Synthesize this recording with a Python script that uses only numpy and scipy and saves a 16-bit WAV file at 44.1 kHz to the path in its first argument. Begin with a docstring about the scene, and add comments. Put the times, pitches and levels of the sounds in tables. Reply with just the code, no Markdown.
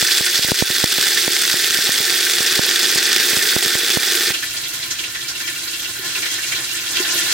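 """Spice paste fries in hot oil in a round metal pot, outdoors. From just above the rim, bursting bubbles
sizzle through the resonances of the pot's cavity; water spits, steam sputters, and flying droplets thump
on the microphone ports, the heaviest ducking the gain. At 4.3 s the listening point jumps a few steps
away, where echoes blur the sizzle and the oil sputters over a low outdoor rumble. From 5.9 s a ladle
scrapes and knocks the pot into ringing, and the frying swells twice as it stirs."""
import sys
import numpy as np
from scipy import signal
from scipy.fft import rfft, irfft, next_fast_len
from scipy.io import wavfile
from scipy.ndimage import uniform_filter1d

SR = 44100
rng = np.random.default_rng(int(sys.argv[2]) if len(sys.argv) > 2 else 0)


def transcribe(signal):
    """Save signal, clipped to [-1, 1], as a 16-bit WAV file at the path in sys.argv[1]."""
    frames = np.atleast_2d(signal).T
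    limited = np.clip(frames, -1, 1)
    pcm = np.round(limited * 32767).astype(np.int16)
    wavfile.write(sys.argv[1], SR, pcm)


N = 323253
TIME = np.arange(N) / SR
STEP_BACK_S = 4.326   # the listening point leaves the rim
PADDED = next_fast_len(N + 8192, real=True)
LOG_HZ = np.log(np.maximum(np.arange(PADDED // 2 + 1) * SR / PADDED, 1))


def from_db(db):
    """Amplitude ratio of a level in decibels."""
    return 10 ** (np.asarray(db) / 20)


def rms(x):
    """Root-mean-square amplitude."""
    return np.sqrt(np.mean(x ** 2) + 1e-20)


def in_time(points):
    """Linear interpolation of a curve at every sample."""
    return np.interp(TIME, *np.transpose(points))


def at_hz(points):
    """Interpolation over log frequency at every bin."""
    hz, value = np.transpose(points)
    return np.interp(LOG_HZ, np.log(hz), value)


def butterworth(x, hz, kind, order=2):
    """Filter with a maximally flat passband."""
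    return signal.sosfilt(signal.butter(order, hz, kind, fs=SR, output="sos"), x)


def colour(x, db):
    """Minimum-phase filter: folding the cepstrum makes the given gain per bin causal."""
    cepstrum = irfft(np.log(from_db(db)), PADDED)
    cepstrum[1:PADDED // 2] *= 2
    cepstrum[PADDED // 2 + 1:] = 0
    return irfft(rfft(x, PADDED) * np.exp(rfft(cepstrum)), PADDED)[..., :N]


def resonance(x, hz, width_hz):
    """Damped two-pole resonator with unit peak gain."""
    radius = np.exp(-np.pi * width_hz / SR)
    feedback = [1, -2 * radius * np.cos(2 * np.pi * hz / SR), radius ** 2]
    return signal.lfilter(np.array([1, 0, -1]) * (1 - radius ** 2) / 2, feedback, x)


def lag(x, time_constant_s):
    """First-order exponential relaxation."""
    keep = np.exp(-1 / (time_constant_s * SR))
    return signal.lfilter([1 - keep], [1, -keep], x)


def add(track, s, sound):
    """Superposition of a sound from time s."""
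    start = max(round(s * SR), 0)
    track[:, start:start + sound.shape[-1]] += sound[..., :N - start]


def flurries(rate_hz, samples):
    """Random modulation of unit rms that evens out over a few swings."""
    knots = np.arange(0, N / SR + 1, .5 / rate_hz)
    swing = rng.standard_normal(len(knots))
    swing = np.interp(samples / SR, knots, swing - uniform_filter1d(swing, size=7))
    return swing / rms(swing)


def bursts(per_s, size_db, flurry_db, flurry_hz):
    """Poisson process: tiny bursts come at random, their sizes swinging in flurries; unit rms."""
    born = np.flatnonzero(rng.random(N) < per_s / SR)
    excess_db = size_db * np.minimum(rng.exponential(1, len(born)), 5.5)
    sizes = np.zeros(N)
    sizes[born] = from_db(excess_db + flurry_db * flurries(flurry_hz, born))
    return sizes / rms(sizes)


# Pitches of the bubble size classes, largest first: f/Hz
BUBBLE_PITCHES = [400, 1000, 1800, 2700, 4000, 6000, 9000, 13500]
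# Finest fizz relative to the rest of the sizzle: t/s, level/dB
FINE_FIZZ = [(0, 1), (1.1, 2), (2.3, 2.5), (3.12, -1), (3.28, 4.5), (3.85, 2.5), (4.3, 3), (5.15, 0.5),
             (5.8, 4.5), (6.25, 1), (7.33, 1)]
def sizzle(level_db, large_db, snaps, per_s, echo_db, echo_s, fine_follow, **burst_settings):
    """Shot noise: each bubble size bursts in its own band, snaps span all bands, and both leave echoes."""
    medium_db, finest_db = 0.51 * large_db, in_time(FINE_FIZZ)
    mix_db = [large_db, medium_db, medium_db, medium_db / 2, 0, 0, finest_db / 2, finest_db]
    # Fine fizz comes from the whole surface, so it follows surges less than large bubbles do.
    steady_db = uniform_filter1d(level_db, SR // 3)
    follow = np.interp(BUBBLE_PITCHES, [3000, 13500], [1, fine_follow])
    density = np.interp(BUBBLE_PITCHES, [6000, 13500], [1, .45])
    snap_pair = snaps * rng.choice([-1, 1], (2, N))
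    spectrum = 0
    for k, share_db in enumerate(mix_db):
        sizes = bursts(per_s * density[k], **burst_settings)
        echo_power = from_db(echo_db) ** 2 * lag(sizes ** 2 + snaps ** 2, echo_s / 2)
        pair = snap_pair + np.sqrt(sizes ** 2 + echo_power) * rng.choice([-1, 1], (2, N))
        gain = from_db(steady_db + follow[k] * (level_db - steady_db) + share_db)
        band = np.sqrt(np.interp(LOG_HZ, np.log(BUBBLE_PITCHES), np.arange(len(mix_db)) == k))
        spectrum = spectrum + band * rfft(pair * gain / rms(pair), PADDED)
    return irfft(spectrum, PADDED)[:, :N]


def bubble_pings(per_s, size_db, low_hz, high_hz, q):
    """Damped free oscillation: bigger bubbles ring, each at its own natural frequency; unit rms."""
    when, pitch, size = rng.random((round(per_s * N / SR), 3)).T[:, :, None]
    t = TIME[:SR // 50]
    hz = low_hz * (high_hz / low_hz) ** pitch
    amplitude = from_db(size_db * np.minimum(-np.log(1 - size), np.pi))
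    rings = amplitude * np.exp(-np.pi * hz * t / q) * np.sin(2 * np.pi * hz * t)
    samples = (when * N).astype(int) + np.arange(len(t))
    signs = rng.choice([-1, 1], (2, len(when), 1))
    out = np.array([np.bincount(samples.ravel(), (rings * sign).ravel(), N)[:N] for sign in signs])
    return out / rms(out)


def pot_cavity(pair, spectrum, modes, coherence, balance):
    """Cavity resonance: two unrelated signals become a coloured, partly coherent left and right."""
    alike = np.clip(at_hz(coherence), -.5, .99)
    side = colour(pair[1], 10 * np.log10((1 - alike) / (1 + alike)))
    ears = []
    for ear, sign in enumerate((1, -1)):
        pressure = colour(pair[0] + sign * side, at_hz(spectrum) + sign * at_hz(balance) / 2)
        for hz, width_hz, *boost_db in modes:
            width_hz = max(width_hz, .018 * hz)   # a least bandwidth keeps the resonances from whistling
            pressure = pressure + (from_db(boost_db[ear]) - 1) * resonance(pressure, hz, width_hz)
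        ears.append(pressure)
    return np.array(ears) * rms(pair) / rms(np.mean(ears, axis=0))


# Bursting water pockets: t/s, relative peak level/dB
WATER_SPITS = [(0.0255, -4), (.3562, -6.5), (0.711, -7.5), (0.797, -13), (0.842, -1.5), (2.14, -13),
               (2.3358, -7), (2.9775, -2.5), (3.0333, -7), (3.1295, -3.5), (3.1627, -2), (3.6258, -5),
               (3.903, -4.5)]
def spits(crack_s, tail_s, tail_db):
    """Impulse and reverberation: a water pocket cracks, then rattles briefly round the pot."""
    out, t = np.zeros((2, N)), TIME[:SR // 20]
    envelope = np.exp(-t / crack_s) + from_db(tail_db) * np.exp(-t / tail_s)
    for s, peak_db in WATER_SPITS:
        burst = rng.standard_normal((2, len(t))) * envelope
        add(out, s, from_db(peak_db) * burst / np.abs(burst).max())
    return out


# Droplets striking a microphone port: t/s, peak level/dB, left minus right/dB, rebound f/Hz
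DROPLET_HITS = [(.0274, -7, -20, 130), (.209, -8.5, -24, 109), (0.3933, -10.5, -25, 130),
                (0.448, -9, -24, 100), (.4872, -12, -20, 120), (0.5187, 1.5, 10, 125), (.624, 5, -26, 128),
                (.7032, -9.5, -20, 130), (.841, 2.5, -20, 118), (0.985, -8, -16, 287),
                (1.2797, -4.5, -11, 298), (1.5418, -9.5, -16, 240), (1.7882, -12.5, -12, 230),
                (1.8934, -9.5, -14, 250), (2.0042, -13, -21, 180), (2.4063, -11, -20, 171),
                (2.5936, 0, -31, 161), (2.9594, -9.5, -36, 139), (3.3332, -12.5, -15, 170),
                (3.3708, -8, -22, 110), (3.565, -.5, -22, 114), (3.663, -14, -21, 100),
                (3.7537, -7, -22, 129), (3.9723, 0, -24, 129), (4.3058, -10.5, -21, 119)]
def droplets(push_s, leak_hz):
    """Pressure pulse: a droplet pushes air into a port; the diaphragm rebounds as the pressure leaks."""
    out, t = np.zeros((2, N)), TIME[:SR // 25]
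    push = t ** 2 * np.exp(-t / push_s)
    for s, peak_db, pan_db, rebound_hz in DROPLET_HITS:
        swing = push - butterworth(push, rebound_hz, "low")
        thump = butterworth(swing, leak_hz, "high", order=1)
        ports = from_db(peak_db + np.minimum([[pan_db], [-pan_db]], 0))
        add(out, s - thump.argmax() / SR, ports * thump / thump.max())
    return out


# Steam pockets blowing out of the paste: t/s, relative peak level/dB, centre f/Hz
STEAM_POCKETS = [(.105, -1, 3180), (.262, -1, 1940), (.348, 1, 4900), (.42, -1, 4200), (.585, -1.5, 3800),
                 (1.168, 0.5, 1800), (2.465, -2, 3660), (3.485, -2, 3400), (3.725, -5, 3550),
                 (3.902, -0.5, 3000), (4.335, -6, 2800), (4.422, -9, 1790), (4.564, -11.5, 4400),
                 (4.635, -12, 4060), (4.732, -6, 12400), (4.824, -11.5, 4100), (4.905, -6, 6000),
                 (4.985, -9, 2970), (5.034, -9.5, 2670), (5.145, -10, 1900), (5.204, -15, 3500),
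                 (5.279, -9, 5000), (5.35, -15, 2730), (5.4, -12, 1900), (5.472, -8.5, 2200),
                 (5.672, -12.5, 4470), (5.727, -13, 2730), (5.791, -14.5, 3350), (5.843, -10, 2970),
                 (6.148, -8, 2480), (6.222, -7, 2220), (6.254, -7.5, 2090), (6.31, -9.5, 3370),
                 (6.378, -11, 1780), (6.515, -6, 2170), (6.55, -10, 3480)]
def sputters(from_s, until_s, decay_s, broad_db, q, rise_s=.007):
    """Noise-driven resonance: each steam pocket gives a rush of spray that rings round its own pitch."""
    out, t = np.zeros((2, N)), TIME[:SR // 6]
    swell = (1 - np.exp(-t / rise_s)) * np.exp(-t / decay_s)
    for s, peak_db, hz in STEAM_POCKETS:
        if from_s <= s < until_s:
            spray = rng.standard_normal((2, len(t)))
            rush = (resonance(spray, hz, hz / q) + from_db(broad_db) * spray) * swell
            add(out, s, from_db(peak_db) * rush / np.abs(rush).max())
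    return out


# Frying strength at the rim, nearly even: t/s, relative level/dB
FRY_NEAR = [(0, -15.5), (.15, -15.5), (.33, -17.5), (.85, -17), (1.0, -16), (1.87, -16.5), (2.75, -16),
            (3.25, -15.5), (3.85, -18), (4.15, -16.5), (4.31, -17.5)]
# Spectral envelope of the frying: f/Hz, relative level/dB
SPECTRUM_NEAR = [(30, -39), (90, -27.5), (200, -14), (400, -9), (600, -16.5), (800, -11.5), (980, -19.5),
                 (1550, -2.5), (2300, -3.5), (3000, -4), (3700, -1), (5300, -1), (8300, -6.5),
                 (11000, -12.5), (15800, -15.5)]
# Cavity resonances and nulls over the mouth: f/Hz, bandwidth/Hz, left gain/dB, right gain/dB
CAVITY_NEAR = [(356, 26, 14, 13), (447, 36, 7, 6), (1100, 60, 4, 3), (1345, 35, 4, 4), (1460, 40, 4, 4),
               (1571, 40, 5, 4), (1797, 40, 8, 8), (1930, 100, 3, 3), (2562, 40, 4, 4), (2896, 45, 1, 5),
               (3090, 80, -4, -2), (3245, 60, 2.5, 2.5), (3450, 140, 4.5, 7.5), (3795, 75, 2.5, 2),
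               (4150, 80, -3, -2.5), (4462, 160, 3.2, 3.8), (5090, 130, 2, 1.5), (6760, 320, -2, -3.5),
               (8260, 220, 2, 2.5)]
# Interaural coherence: f/Hz, correlation
COHERENCE_NEAR = [(380, 0.98), (1300, 1), (2400, 0.89), (4400, 0.72), (8100, 0.76), (15000, 0.3)]
# Interaural level difference: f/Hz, left minus right/dB
BALANCE_NEAR = [(350, -1.5), (900, 1), (1600, -1.5), (3000, -1.5), (6300, -0.5), (8500, -2), (11500, -7),
                (15500, -13.5)]
def at_the_rim():
    """Direct sound dominates close to the source, so single bursts stand out of the sizzle."""
    level_db = in_time(FRY_NEAR)
    large_db = -5 + 1.5 * TIME   # large bubbles gain ground as the paste heats up
    snaps = from_db(-3) * bursts(per_s=3500, size_db=4.5, flurry_db=2, flurry_hz=65)
    bubbles = sizzle(level_db, large_db, snaps, per_s=6000, echo_db=-6, echo_s=0.0011, fine_follow=0.37,
                     size_db=3.5, flurry_db=2, flurry_hz=42.4)
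    pings = bubble_pings(per_s=270, size_db=4.5, low_hz=1480, high_hz=6000, q=19)
    spray = from_db(-8.5) * sputters(0, STEP_BACK_S, decay_s=0.015, broad_db=-5, q=2.2)
    cracks = from_db(4) * spits(crack_s=0.00092, tail_s=0.0057, tail_db=-6.5)
    frying = from_db(-1.5) * bubbles + from_db(level_db - 18) * pings + spray + cracks
    radiated = pot_cavity(frying, SPECTRUM_NEAR, CAVITY_NEAR, COHERENCE_NEAR, BALANCE_NEAR)
    return radiated + droplets(push_s=0.0002, leak_hz=41.6)


# Frying strength at a distance, climbing twice as the ladle stirs: t/s, relative level/dB
FRY_FAR = [(4.34, -27.5), (4.75, -28.5), (5.25, -31), (5.45, -28), (6.01, -30.5), (6.06, -25.5),
           (6.87, -25.5), (6.97, -22), (7.33, -19)]
# Spectral envelope of the frying: f/Hz, relative level/dB
SPECTRUM_FAR = [(100, -37), (330, -9), (560, -18.5), (920, -20.5), (1230, -12.5), (1500, -7), (2300, -6),
                (3500, -5.5), (5000, -4.5), (7000, -7), (9000, -10), (11500, -17), (13500, -15),
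                (15800, -23.5)]
# Cavity resonances and nulls from the side: f/Hz, bandwidth/Hz, left gain/dB, right gain/dB
CAVITY_FAR = [(338.5, 34, 10, 8.5), (495, 10, 9.5, 3.5), (680, 75, 7.5, 8.7), (840, 31, 9.5, 3.4),
              (1040, 15, 7.5, 17), (1393, 32, 6, 9.1), (1446, 27, 2, 9.9), (1554, 15, 10, 3.9),
              (1772, 23, 12, 8.3), (1960, 8, 7.5, 1.7), (2190, 14, 3.5, 2), (2315, 35, 6.5, 2),
              (2738, 15, 9, 6.4), (3245, 26, 12, 1.8), (3440, 16, 1.5, 3.8), (3950, 20, -12, 2),
              (3996, 230, 7, 3.3), (5150, 50, -19, 2), (6680, 410, -20, 4.7)]
# Interaural coherence: f/Hz, correlation
COHERENCE_FAR = [(60, 1), (150, 0.97), (380, 0.98), (950, 0.76), (2380, 0.36), (5980, -0.036),
                 (15000, -0.078)]
# Interaural level difference: f/Hz, left minus right/dB
BALANCE_FAR = [(60, -2), (130, 9), (290, 0.5), (640, 0.5), (1410, 2), (3100, -6), (6820, 2.5),
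               (15000, -10.5)]
def from_a_distance():
    """Reflected sound blurs the bursts into a hiss; the sputters and the ladle come through."""
    level_db = in_time(FRY_FAR)
    snaps = from_db(-10) * bursts(per_s=2000, size_db=0.5, flurry_db=5, flurry_hz=35)
    bubbles = sizzle(level_db, large_db=-3.5, snaps=snaps, per_s=5000, echo_db=1, echo_s=0.018,
                     fine_follow=0.27, size_db=3.5, flurry_db=2.5, flurry_hz=23.7)
    pings = bubble_pings(per_s=140, size_db=4.5, low_hz=1900, high_hz=4770, q=97)
    hiss = from_db(-37) * rng.standard_normal((2, N))
    spray = from_db(-8) * sputters(STEP_BACK_S, N / SR, decay_s=0.018, broad_db=-9, q=4.7)
    frying = from_db(-0.64) * bubbles + from_db(level_db - 17.5) * pings + hiss + spray
    radiated = pot_cavity(frying, SPECTRUM_FAR, CAVITY_FAR, COHERENCE_FAR, BALANCE_FAR)
    return radiated + from_db(-48) * outdoor_rumble() + ladle_scrapes() + ladle_knocks(contact_s=0.0025)


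# Spectrum of the outdoor background: f/Hz, relative level/dB
RUMBLE_SPECTRUM = [(20, -57), (45, -7), (80, -4.5), (130, 2), (190, -13), (300, -4), (600, -32),
                   (2000, -41)]
def outdoor_rumble():
    """Low-frequency ambient noise, almost coherent at the two ears."""
    mid, side = colour(rng.standard_normal((2, N)), at_hz(RUMBLE_SPECTRUM))
    return (mid + from_db(-15) * side * [[1], [-1]]) / rms(mid)


# Strokes of the ladle over the pot's floor: t/s, duration/s, level/dB
LADLE_STROKES = [(5.87, 0.054, -37), (6.01, .1, -31), (6.151, 0.061, -34), (6.236, 0.16, -53),
                 (6.547, 0.092, -34.5), (6.865, 0.49, -32)]
# Modes of the rubbed pot: f/Hz, bandwidth/Hz, relative level/dB
RUBBED_MODES = [(205, 70, -12.5), (350, 40, 3), (720, 270, -8.5), (1038, 21, 4.5), (1450, 35, 8.5),
                (1720, 35, 9)]
def ladle_scrapes():
    """Frictional excitation: gritty paste under the ladle drives the pot's modes in swelling strokes."""
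    out = np.zeros((2, N))
    for s, length_s, level_db in LADLE_STROKES:
        stroke = np.hanning(round(length_s * SR))
        grit = rng.laplace(size=SR)[:len(stroke)]
        rub = sum(from_db(db) * resonance(grit, hz, width_hz) for hz, width_hz, db in RUBBED_MODES)
        add(out, s, from_db(level_db) * np.sqrt(stroke) * rub / rms(rub))
    return out


# Impacts of the ladle on the pot's floor: t/s, peak level/dB
LADLE_IMPACTS = [(5.993, -30.5), (6.545, -36), (7.001, -17)]
# Modes of the struck pot: f/Hz, relative level/dB, T60/s
STRUCK_MODES = [(366, 4, 0.051), (1040, -25, 0.093), (1440, -13, .1), (1780, -19, .08), (2730, -17, 0.073)]
def ladle_knocks(contact_s):
    """Impact excitation: a knock cushioned by the paste leaves the pot's modes to decay freely."""
    out, t = np.zeros((2, N)), TIME[:SR // 4]
    for s, peak_db in LADLE_IMPACTS:
        ring = sum(from_db(db + rng.normal(0, 1) - 60 * t / t60) * np.sin(2 * np.pi * hz * t)
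                   for hz, db, t60 in STRUCK_MODES)
        ring *= 1 - np.exp(-t / contact_s)
        add(out, s, from_db(peak_db) * ring / np.abs(ring).max())
    return out


def scene():
    """An equal-power crossfade of 8 ms joins the two listening points."""
    near = np.clip((STEP_BACK_S - TIME) / .008, 0, 1)
    return np.sqrt(near) * at_the_rim() + np.sqrt(1 - near) * from_a_distance()


def gain_control(x, sense_hz, threshold_db, duck_share, response_s, recover_db_per_s):
    """Compression keyed by the bass: a heavy thump pushes the gain down, then it recovers."""
    bass = butterworth(x, sense_hz, "low")
    power = uniform_filter1d((bass ** 2).max(axis=0), round(response_s * SR))
    bass_db = 10 * np.log10(np.abs(power) + 1e-12)
    duck_db = duck_share * np.maximum(bass_db - threshold_db, 0)
    recovery_db = recover_db_per_s * TIME
    held_db = np.maximum.accumulate(duck_db + recovery_db) - recovery_db
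    return x * from_db(-lag(held_db, response_s))


def record(dry):
    """Compression, clipping and band limiting: thumps duck the gain, peaks flatten, the top is cut."""
    ducked = gain_control(dry, sense_hz=250, threshold_db=-26.5, duck_share=0.28,
                          response_s=0.0053, recover_db_per_s=63)
    low_pass = signal.ellip(12, .1, 80, 15900, fs=SR, output="sos")
    return signal.sosfilt(low_pass, np.clip(ducked, -1, 1))


dry = scene()
out = record(dry)
transcribe(out)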